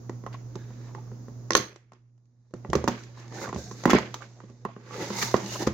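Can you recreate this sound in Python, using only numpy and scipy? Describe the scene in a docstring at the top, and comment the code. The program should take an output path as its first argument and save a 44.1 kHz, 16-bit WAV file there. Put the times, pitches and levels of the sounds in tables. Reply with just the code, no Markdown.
"""A desk in a quiet room: close by, a blade and then fingers work at the taped flap of a small card box.
The knife drops on the desk; the box is turned, knocked down and slid, and the flap is pulled open.
Blows ring modes of card, steel and desk; strokes are random slips that drone, crackle, rasp, hiss and sing.
Far below lie a mains hum and a broad hiss; both swell and sink in level over time."""
import sys
import numpy as np
from scipy import signal
from scipy.fft import rfft, irfft
from scipy.io import wavfile

SR = 44100
rng = np.random.default_rng(int(sys.argv[2]) if len(sys.argv) > 2 else 0)


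def master(y):
    """Save y as 16-bit WAV."""
    cut = np.clip(np.atleast_2d(y).T, -1, 1)
    pcm = np.round(cut * 32767)  # scale
    wavfile.write(sys.argv[1], SR, pcm.astype(np.int16))


N = 252712    # samples


# Blows on the box: (time [s], knock level [dB], thud level [dB], click level [dB])
BOX_BLOWS = [(0.095, -31.5, -24, -43.5), (0.238, -43.5, -34, -69), (0.264, -26, -32.5, -48),
             (0.342, -33.5, -45, -57), (0.555, -34.5, -29, -40.5), (0.705, -46, -40.5, -65),
             (0.949, -34.5, -38.5, -50), (1.116, -42, -35.5, -74), (1.283, -40.5, -35.5, -59.5),
             (1.76, -43, -43, -46.5), (1.92, -40.5, -53, -60), (1.933, -49, -50.5, -55),
             (2.178, -70, -77, -73), (2.255, -85, -85, -74), (2.508, -70, -54, -69),
             (2.538, -33, -25, -47.5), (2.648, -30.5, -31, -65), (2.7, -69, -26, -40),
             (2.732, -10.5, -17.5, -28), (2.753, -19, -10, -23), (2.841, -27.5, -17.5, -35),
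             (2.877, -11.5, -17.5, -24), (2.882, -14, -18, -26), (3.035, -57, -66, -43),
             (3.279, -49, -62, -50), (3.323, -37, -39, -49), (3.415, -30.5, -41, -53),
             (3.479, -33, -34, -52), (3.49, -28, -31, -42), (3.528, -23, -26.5, -43),
             (3.545, -43, -26, -39), (3.561, -29.5, -21.5, -42), (3.579, -45, -30, -55),
             (3.712, -33.5, -32, -40.5), (3.837, -27, -38, -34.5), (3.855, -5, -6.5, -22),
             (3.876, -21, -15, -40), (3.896, -13.5, -19, -30), (3.932, -5, -5, -21.5), (3.95, -25, -6, -29),
             (3.985, -18.5, -49, -28.5), (4.142, -24.5, -41, -26.5), (4.403, -38, -49, -77),
             (4.437, -50, -37.5, -66), (4.499, -54, -39.5, -58), (4.651, -21.5, -26.5, -49.5),
             (4.764, -37.5, -32.5, -70), (5.103, -29, -23, -56), (5.226, -31, -28, -19.5),
             (5.342, -6.5, -7, -30), (5.365, -51, -47, -29.5), (5.46, -51, -33, -34),
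             (5.673, -12.5, -10, -26)]
# Low and high modes of the box walls: (frequency [Hz], relative level [dB], free ring t60 [s])
WALL_MODES = [(135.4, -6, 0.3), (202.6, 1.5, 0.22), (237, -10, 0.53), (316, 3.5, 0.053), (352.2, 3.5, 0.11),
              (399.6, 4, 0.073), (497, -1.5, 0.09), (558.4, -7, 0.11)]
# Modes of the creased card: (frequency [Hz], relative level [dB], free ring t60 [s])
CREASE_MODES = [(700, 7.5, 0.011), (878, -4.5, 0.039), (1033, 5, 0.022), (1173, 0.5, 0.021),
                (1318, -2, 0.015), (1476, -3, 0.01), (1890, -5.5, 0.022), (2006, -15, 0.032),
                (2750, -13, 0.014)]
KNOCK_RING, THUD_RING = 1, 0.38    # share of the free ring time that the holding hands leave


def box_knocks():
    """Knocks ring the creases and thuds ring the walls, with a click at each contact."""
    return blows(BOX_BLOWS, CREASE_MODES, click_t60=0.022, ring_share=KNOCK_RING,
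                 thud_share=THUD_RING, thud_modes=WALL_MODES, top_db=18.5)


def blows(table, modes, click_t60, ring_share, thud_share, thud_modes, top_db):
    """Mid knock and low thud ring in modes; the click is a burst of bright noise."""
    body, burst = np.zeros((2, N)), np.zeros(N)
    for s, knock_db, thud_db, click_db in table:
        add_blow(body, s, knock_db, ring_share, modes, wide_db=-4.0)
        add_blow(body, s, thud_db, thud_share, thud_modes, wide_db=-14.5)
        burst[round(s * SR)] = from_db(click_db)
    burst = decaying(burst, click_t60)
    burst = signal.lfilter([.04], [1, -.96], burst)    # the contact spreads in half a millisecond
    noise = coloured(rng.standard_normal((2, N)), SCRATCH_COLOUR)
    # squaring the burst leaves the top octave to hard contacts
    top = from_db(top_db) * burst ** 2 * band(noise, 12000, 22000)
    return body + top + burst * band(noise, 2500, 9000)


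def add_blow(out, s, db, share, modes, wide_db):
    """Every mode gets its own strength and sign; damping hands scale all ring times by the share."""
    hz, mode_db, t60 = np.transpose(modes)[:, :, None]
    t = np.arange(round(.25 * SR)) / SR
    strength = from_db(mode_db + rng.normal(0, 3.0, hz.shape)) * rng.choice([-1, 1], hz.shape)
    detune = 1 + 0.021 * rng.standard_normal(hz.shape)    # the grip changes the walls a little
    rings = strength * np.sin(2 * np.pi * hz * detune * t)
    rings = rings * from_db(-60 * t / (t60 * max(share, .05)))
    rings = rings * (1 - np.exp(-t * hz / 0.14))    # soft card: each mode takes part of a cycle to build
    mid = rings.sum(axis=0)
    uneven = rng.choice([-1, 1], hz.shape) * np.sqrt(hz / hz.max())    # high modes radiate unevenly
    side = from_db(wide_db) * (rings * uneven).sum(axis=0)
    pair = from_db(db) * np.array([mid + side, mid - side]) / np.max(np.abs(mid))
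    place = out[:, round(s * SR):][:, :len(t)]
    place += pair[:, :place.shape[1]]


def rubbing():
    """Slips shake the walls and creases in crumbly clumps, and scratch in the treble."""
    gains = strokes() + shudder(BOX_BLOWS, BOX_SHUDDER_DB) + shudder(KNIFE_BLOWS, KNIFE_SHUDDER_DB)
    drone, crackle, rasp, hiss = gains
    wall_slips = grit(1200, spread_db=3.0) * from_db(1.5 * drift(48))
    walls = shaken(WALL_MODES[1:], wall_slips, wide_db=-14, wander_db=3.5, ring_share=0.62)
    crease_slips = grit(2000, spread_db=2.5) * from_db(4.4 * drift(60))
    crease_modes = WALL_MODES[6:] + CREASE_MODES[:6]
    creases = shaken(crease_modes, crease_slips, wide_db=-10.0, wander_db=8.5, ring_share=0.99)
    scratch = friction(rasp, hiss, 15000, flicker_db=2.0, patchy_db=1.0)
    return drone * walls + crackle * creases + singing() + scratch


# Strokes of blade, skin and flap over the card: (time of the top [s], swell [s], fade [s],
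# box drone level [dB], crackle level [dB], rasp level [dB], hiss level [dB], singing level [dB],
# singing frequency [Hz])
STROKES = [(0.59, 0.083, 0.24, -73, -77, -70.5, -83, -64.5, 1670),
           (0.878, 0.43, 0.22, -59.5, -55, -64, -65, -68.5, 1750),
           (3.0, 0.36, 0.16, -64, -54.5, -62, -57, -63, 1750),
           (3.201, 0.084, 0.11, -56, -46, -55, -58.5, -63, 1750),
           (3.359, 0.059, 0.14, -43, -55, -54.5, -55, -46, 794),
           (3.435, 0.12, 0.082, -41, -37.5, -51, -43, -45, 927),
           (3.588, 0.049, 0.41, -53.5, -53, -60.5, -48, -55.5, 700),
           (3.8, 0.094, 1, -51.5, -55.5, -60.5, -57, -67, 860),
           (4.225, 0.019, 0.081, -54, -52, -60, -71, -57, 960),
           (4.949, 0.12, 0.14, -65, -42, -48, -54.5, -50.5, 490),
           (5.025, 0.1, 0.098, -34.5, -46, -42, -45, -42, 880),
           (5.21, 0.14, 0.21, -41, -40.5, -37, -32.5, -36.5, 927),
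           (5.42, 0.038, 0.5, -51.5, -71, -76, -77, -50.5, 850),
           (5.535, 0.12, 0.14, -42.5, -46.5, -47, -38.5, -42.5, 2880),
           (5.623, 0.061, 0.048, -33.5, -36.5, -45, -39, -40, 796)]
STROKE_DROP_DB = 20    # fall from the top over one swell or fade time


def strokes():
    """Gains of drone, crackle, rasp and hiss under all strokes."""
    return from_db(np.array(STROKES)[:, 3:7]).T @ np.array(swells())


def swells():
    """Each stroke swells to its top and fades, evenly in dB."""
    t = np.arange(N) / SR
    return [from_db(-STROKE_DROP_DB * np.maximum((s - t) / swell, (t - s) / fade))
            for s, swell, fade, *_ in STROKES]


OVERTONE, OVERTONE_DB = 2.24, -4    # upper singing band: frequency ratio and level against the lower
SING_CYCLES = 30    # cycles of the lower band in which both bands fall 60 dB


def singing():
    """Each stroke excites one patch of card, whose two lowest modes colour its rasp."""
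    slips = grit(3000, spread_db=2.5) * from_db(2.3 * drift(30))
    near = slips[0] + from_db(-9) * slips[1] * [[1], [-1]]
    out = np.zeros((2, N))
    for shape, (s, swell, fade, *_, db, hz) in zip(swells(), STROKES):
        span = slice(max(round((s - 3 * swell) * SR), 0), round((s + 3 * fade) * SR))
        t60 = SING_CYCLES / hz
        low = rms_one(ring(near[:, span], hz, t60))
        high = rms_one(ring(near[:, span], hz * OVERTONE, t60))
        out[:, span] += from_db(db) * shape[span] * (low + from_db(OVERTONE_DB) * high)
    return out


# dB of drone under the thud, crackle and rasp under the knock, hiss under the click
BOX_SHUDDER_DB, KNIFE_SHUDDER_DB = (-22, -19, -35.5, -27), (-17.5, -30.5, -33.5, -36.5)
SHUDDER_T60_S = (0.3, 0.15, 0.46, 0.15)    # drone, crackle, rasp, hiss


def shudder(table, under_db):
    """After a blow the loose card shudders: dying gains of drone, crackle, rasp and hiss."""
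    s, knock_db, thud_db, click_db = np.transpose(table)
    out = np.zeros((4, N))
    for k, db in enumerate([thud_db, knock_db, knock_db, click_db]):
        out[k, np.round(s * SR).astype(int)] = from_db(db + under_db[k])
        out[k] = decaying(out[k], SHUDDER_T60_S[k])
    return out


def shaken(modes, slips, wide_db, wander_db, ring_share):
    """Slips ring the modes, each mode coming and going as the grip changes; rms 1."""
    rings = []
    for k, (hz, db, t60) in enumerate(modes):
        level = from_db(db + wander_db * drift(9.2))
        rings.append(level * ring(slips[k % 2], hz, t60 * ring_share))
    mid = sum(rings)
    side = from_db(wide_db) * (sum(rings[::2]) - sum(rings[1::2]))
    return band(np.array([mid + side, mid - side]), 150, 6000)


# Colour of scratching and clicking contact: (frequency [Hz], spectrum level [dB per Hz])
SCRATCH_COLOUR = [(400, -33.5), (850, -6.5), (1600, -3), (2050, -2.5), (3000, -9.5), (4900, -9), (6400, -3),
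                  (7300, -10.5), (8300, -28.5), (11000, -28), (16500, -26)]
# Edges of the scrape bands, each of which wanders alone: (frequency [Hz])
SCRAPE_EDGES = [500, 900, 1500, 2400, 3500, 5200, 8000, 17000]
TOP_DB, TOP_GROWTH = 5.5, 0.37    # highest band: lift where the hiss is at -35 dB, extra dB per dB of hiss


def friction(rasp, hiss, per_s, flicker_db, patchy_db):
    """Coarse slips rasp and the finest hiss, flickering; the colour shifts as the contact moves."""
    noise = rfft(coloured(grit(per_s, spread_db=0.5), SCRATCH_COLOUR))
    which = np.searchsorted(SCRAPE_EDGES, np.arange(N // 2 + 1) * SR / N).clip(1, 7)
    parts = [irfft(noise * (which == k), N) * from_db(patchy_db * drift(8.6)) for k in range(1, 8)]
    low = rms_one(sum(parts[:4]) + from_db(-7.5) * parts[4])
    high = parts[4] + parts[5]
    top = from_db(TOP_DB) * (hiss / from_db(-35)) ** TOP_GROWTH * parts[6]    # firm pressure brightens
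    high = (high + top) / np.std(high)
    rasping = rasp * from_db(flicker_db * drift(33)) * low
    return rasping + hiss * from_db(.5 * flicker_db * drift(40)) * high


# Short harsh skids and rattles of the box: (time [s], length [s], rasp level [dB], hiss level [dB])
BOX_SKIDS = [(0.324, 0.042, -51, -59), (3.896, 0.035, -21.5, -33.5), (3.929, 0.064, -23, -63),
             (4.211, 0.03, -49.5, -53), (5.212, 0.038, -31, -34), (5.665, 0.026, -28.5, -37.5)]


def box_skids():
    """The box skids and rattles in short harsh bursts of friction."""
    return skids(BOX_SKIDS)


def skids(table):
    """Friction with a sudden start, a short hold and a quick end."""
    t = np.arange(N) / SR
    shapes = [np.clip(np.minimum((t - s) / 0.0079, (s + length - t) / 0.024), 0, 1)
              for s, length, *_ in table]
    rasp, hiss = from_db(np.array(table)[:, 2:]).T @ np.array(shapes)
    return friction(rasp, hiss, 4000, flicker_db=3.5, patchy_db=2.0)


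# The knife lands on the desk: (time [s], knock level [dB], thud level [dB], click level [dB])
KNIFE_BLOWS = [(1.506, -15.5, -17.5, -17), (1.52, -26.5, -37.5, -23), (1.533, -33.5, -36.5, -19.5),
               (1.551, -4, -8.5, -3.5)]
# Modes of the knife: (frequency [Hz], relative level [dB], free ring t60 [s])
STEEL_MODES = [(1110, 5.5, 0.046), (1400, 0, 0.055), (1750, 6.5, 0.022), (1870, 3.5, 0.031),
               (2650, -7.5, 0.033)]
# The knife rattles to rest: (time [s], length [s], rasp level [dB], hiss level [dB])
KNIFE_RATTLE = [(1.562, 0.022, -19.5, -21)]
# narrow bright resonance that colours the treble
BRIGHT_HZ, BRIGHT_T60_S, BRIGHT_DB = 6350, 0.0093, -19
KNIFE_RIGHT_DB = 7.5    # its treble leans right: right over left


def knife():
    """The knife lands, bounces and rattles; the treble rings near 6.3 kHz."""
    steel = blows(KNIFE_BLOWS, STEEL_MODES, click_t60=0.0069, ring_share=0.55,
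                  thud_share=0.6, thud_modes=WALL_MODES[4:], top_db=-10)
    steel = steel + skids(KNIFE_RATTLE)
    treble = signal.sosfilt(signal.butter(1, [3600, 7500], "band", fs=SR, output="sos"), steel)
    bright = treble + from_db(BRIGHT_DB) * ring(treble, BRIGHT_HZ, BRIGHT_T60_S)
    return steel - treble + bright * leaning_right(KNIFE_RIGHT_DB)


# Booms under the weight of the box: (time [s], level [dB])
DESK_BUMPS = [(1.593, -36), (2.691, -24.5), (2.751, -22), (3.562, -31.5), (3.934, -23), (5.668, -23)]
# Modes of the desk top: (frequency [Hz], relative level [dB], ring t60 [s])
DESK_MODES = [(61, -19.5, 0.043), (76.5, -8, 0.31), (121.7, -13.5, 0.23), (132, -5, 0.092)]


def desk():
    """The desk top booms dully in its low modes under the weight of the box."""
    out = np.zeros((2, N))
    for s, db in DESK_BUMPS:
        add_blow(out, s, db, 1, DESK_MODES, wide_db=-19)
    return out


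ROOM_T60_S, ROOM_DB = 0.28, -11    # decay, and level of the tail


def room(x):
    """A dying noise tail starting with the first echoes; only its treble differs between the sides."""
    t = np.arange(round(.6 * SR)) / SR
    late = t > .006    # first echoes after 6 ms
    mid, side = rng.standard_normal((2, len(t))) * from_db(-60 * t / ROOM_T60_S) * late
    side = signal.lfilter(*signal.butter(1, 900, "high", fs=SR), side)
    tail = rms_one(np.array([mid + side, mid - side])) / np.sqrt(len(t))
    return signal.fftconvolve(x, tail, axes=1)[:, :N]


# Mains lines: (frequency [Hz], relative level [dB])
HUM_LINES = [(120, 1.5), (240, -16.5)]
# Course of the hum: (time [s], level [dB])
HUM_COURSE = [(0, -43.5), (1.5, -43.5), (1.7, -59), (2.0, -61.5), (2.53, -62), (2.56, -47), (3.0, -47),
              (3.5, -47.5), (4.1, -47), (4.3, -54.5), (4.75, -51.5), (5.05, -46.5), (5.73, -43)]
# Colour of the hiss: (frequency [Hz], spectrum level [dB per Hz])
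HISS_COLOUR = [(25, -4), (87, -16), (182, -7.5), (378, -11.5), (617, -21), (1100, -26), (1800, -35),
               (3060, -44), (6730, -29), (8200, -63), (10500, -74.5), (12500, -46), (16000, -47)]
# Likeness of the hiss at left and right: (frequency [Hz], likeness [0 to 1])
HISS_WIDTH = [(60, 0.9), (290, 0.75), (640, 0.3), (3100, 0)]
HISS_DB = -50    # where the hum is as loud as at the start
HISS_FOLLOWS = (1, 1.3, 1.9)    # dB per dB of hum for rumble, middle and top


def background():
    """Mains lines waver slightly over a broad hiss that swells and sinks with them, most at the top."""
    t = np.arange(N) / SR
    hum_db = np.interp(t, *np.transpose(HUM_COURSE))
    hum = sum(from_db(db + 1.7 * drift(9.2)) * np.sin(2 * np.pi * (hz * t + rng.random()))
              for hz, db in HUM_LINES)
    hiss = coloured(rng.standard_normal((2, N)), HISS_COLOUR, HISS_WIDTH)
    rumble = signal.sosfiltfilt(signal.butter(2, 90, fs=SR, output="sos"), hiss)
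    top = signal.sosfiltfilt(signal.butter(4, 9000, "high", fs=SR, output="sos"), hiss)
    parts = zip(HISS_FOLLOWS, [rumble, hiss - rumble - top, top])
    hiss = sum(from_db(follows * (hum_db - hum_db[0])) * part for follows, part in parts)
    return from_db(hum_db) * np.sqrt(2) * hum + from_db(HISS_DB + 0.27 * drift(6.1)) * hiss


def from_db(db):
    """Decibels to gain."""
    return 10 ** (np.asarray(db) / 20)


def rms_one(x):
    """Scaled to rms 1."""
    return x / np.sqrt(np.mean(x ** 2) + 1e-20)


def leaning_right(db):
    """Gains of left and right that differ by so many dB."""
    return from_db([[-db / 2], [db / 2]])


def at_hz(points, hz):
    """A spectrum read on a log axis."""
    return np.interp(np.log(hz), np.log(np.array(points)[:, 0]), np.array(points)[:, 1])


def band(x, low_hz, high_hz):
    """A band of rms 1."""
    return rms_one(signal.sosfilt(signal.butter(2, [low_hz, high_hz], "band", fs=SR, output="sos"), x))


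def drift(rate):
    """Slow chance of spread 1: smoothed noise made at every 40th sample; rate in Hz."""
    r = np.exp(-80 * np.pi * rate / SR)
    slow = signal.lfilter([1], [1, -2 * r, r * r], rng.standard_normal(N // 40 + 2002))[2000:]
    return np.interp(np.arange(N) / 40, np.arange(len(slow)), rms_one(slow))


def decaying(clicks, t60):
    """Each click starts a level that dies away exponentially."""
    return signal.lfilter([1], [1, -from_db(-60 / (t60 * SR))], clicks + 1e-18)


def ring(clicks, hz, t60):
    """A unit click sets a dying sine of starting height 1 ringing."""
    r, w = from_db(-60 / (t60 * SR)), 2 * np.pi * hz / SR
    return signal.lfilter([0, np.sin(w)], [1, -2 * r * np.cos(w), r * r], clicks + 1e-18)


def grit(per_s, spread_db):
    """Tiny random slips of uneven size in two unrelated rows."""
    sizes = from_db(spread_db * np.minimum(rng.exponential(1, (2, N)), 5)) * rng.standard_normal((2, N))
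    return sizes * (rng.random((2, N)) < per_s / SR)


# Likeness of box and knife at left and right: (frequency [Hz], likeness [0 to 1])
NEAR_WIDTH = [(60, 0.9), (600, 0.45), (1400, 0.067), (15000, 0.07)]


def coloured(pair, spectrum, likeness=NEAR_WIDTH):
    """Two unrelated rows become a left-right pair with the given colour; rms 1."""
    hz = np.maximum(np.arange(N // 2 + 1) * SR / N, 1)
    alike = np.clip(at_hz(likeness, hz), -1, 1)
    mid, side = rfft(pair) * from_db(at_hz(spectrum, hz))
    return rms_one(irfft(np.sqrt(1 + alike) * mid + np.sqrt(1 - alike) * side * [[1], [-1]], N))


def scene():
    """Box and knife close by with their room, over the background; the right side is a little louder."""
    hits = box_knocks() + knife() + box_skids()
    near = hits + desk() + rubbing()
    return (near + from_db(ROOM_DB) * room(hits) + background()) * leaning_right(3)


def record(dry):
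    """The microphone loses the deepest bass, peaks are rounded, the top is cut."""
    dry = signal.sosfilt(signal.butter(4, 42, "high", fs=SR, output="sos"), dry)
    rounded = .82 * np.tanh(dry / .82)
    return signal.sosfilt(signal.cheby2(18, 100, 17000, fs=SR, output="sos"), rounded)


dry = scene()
out = record(dry)
master(out)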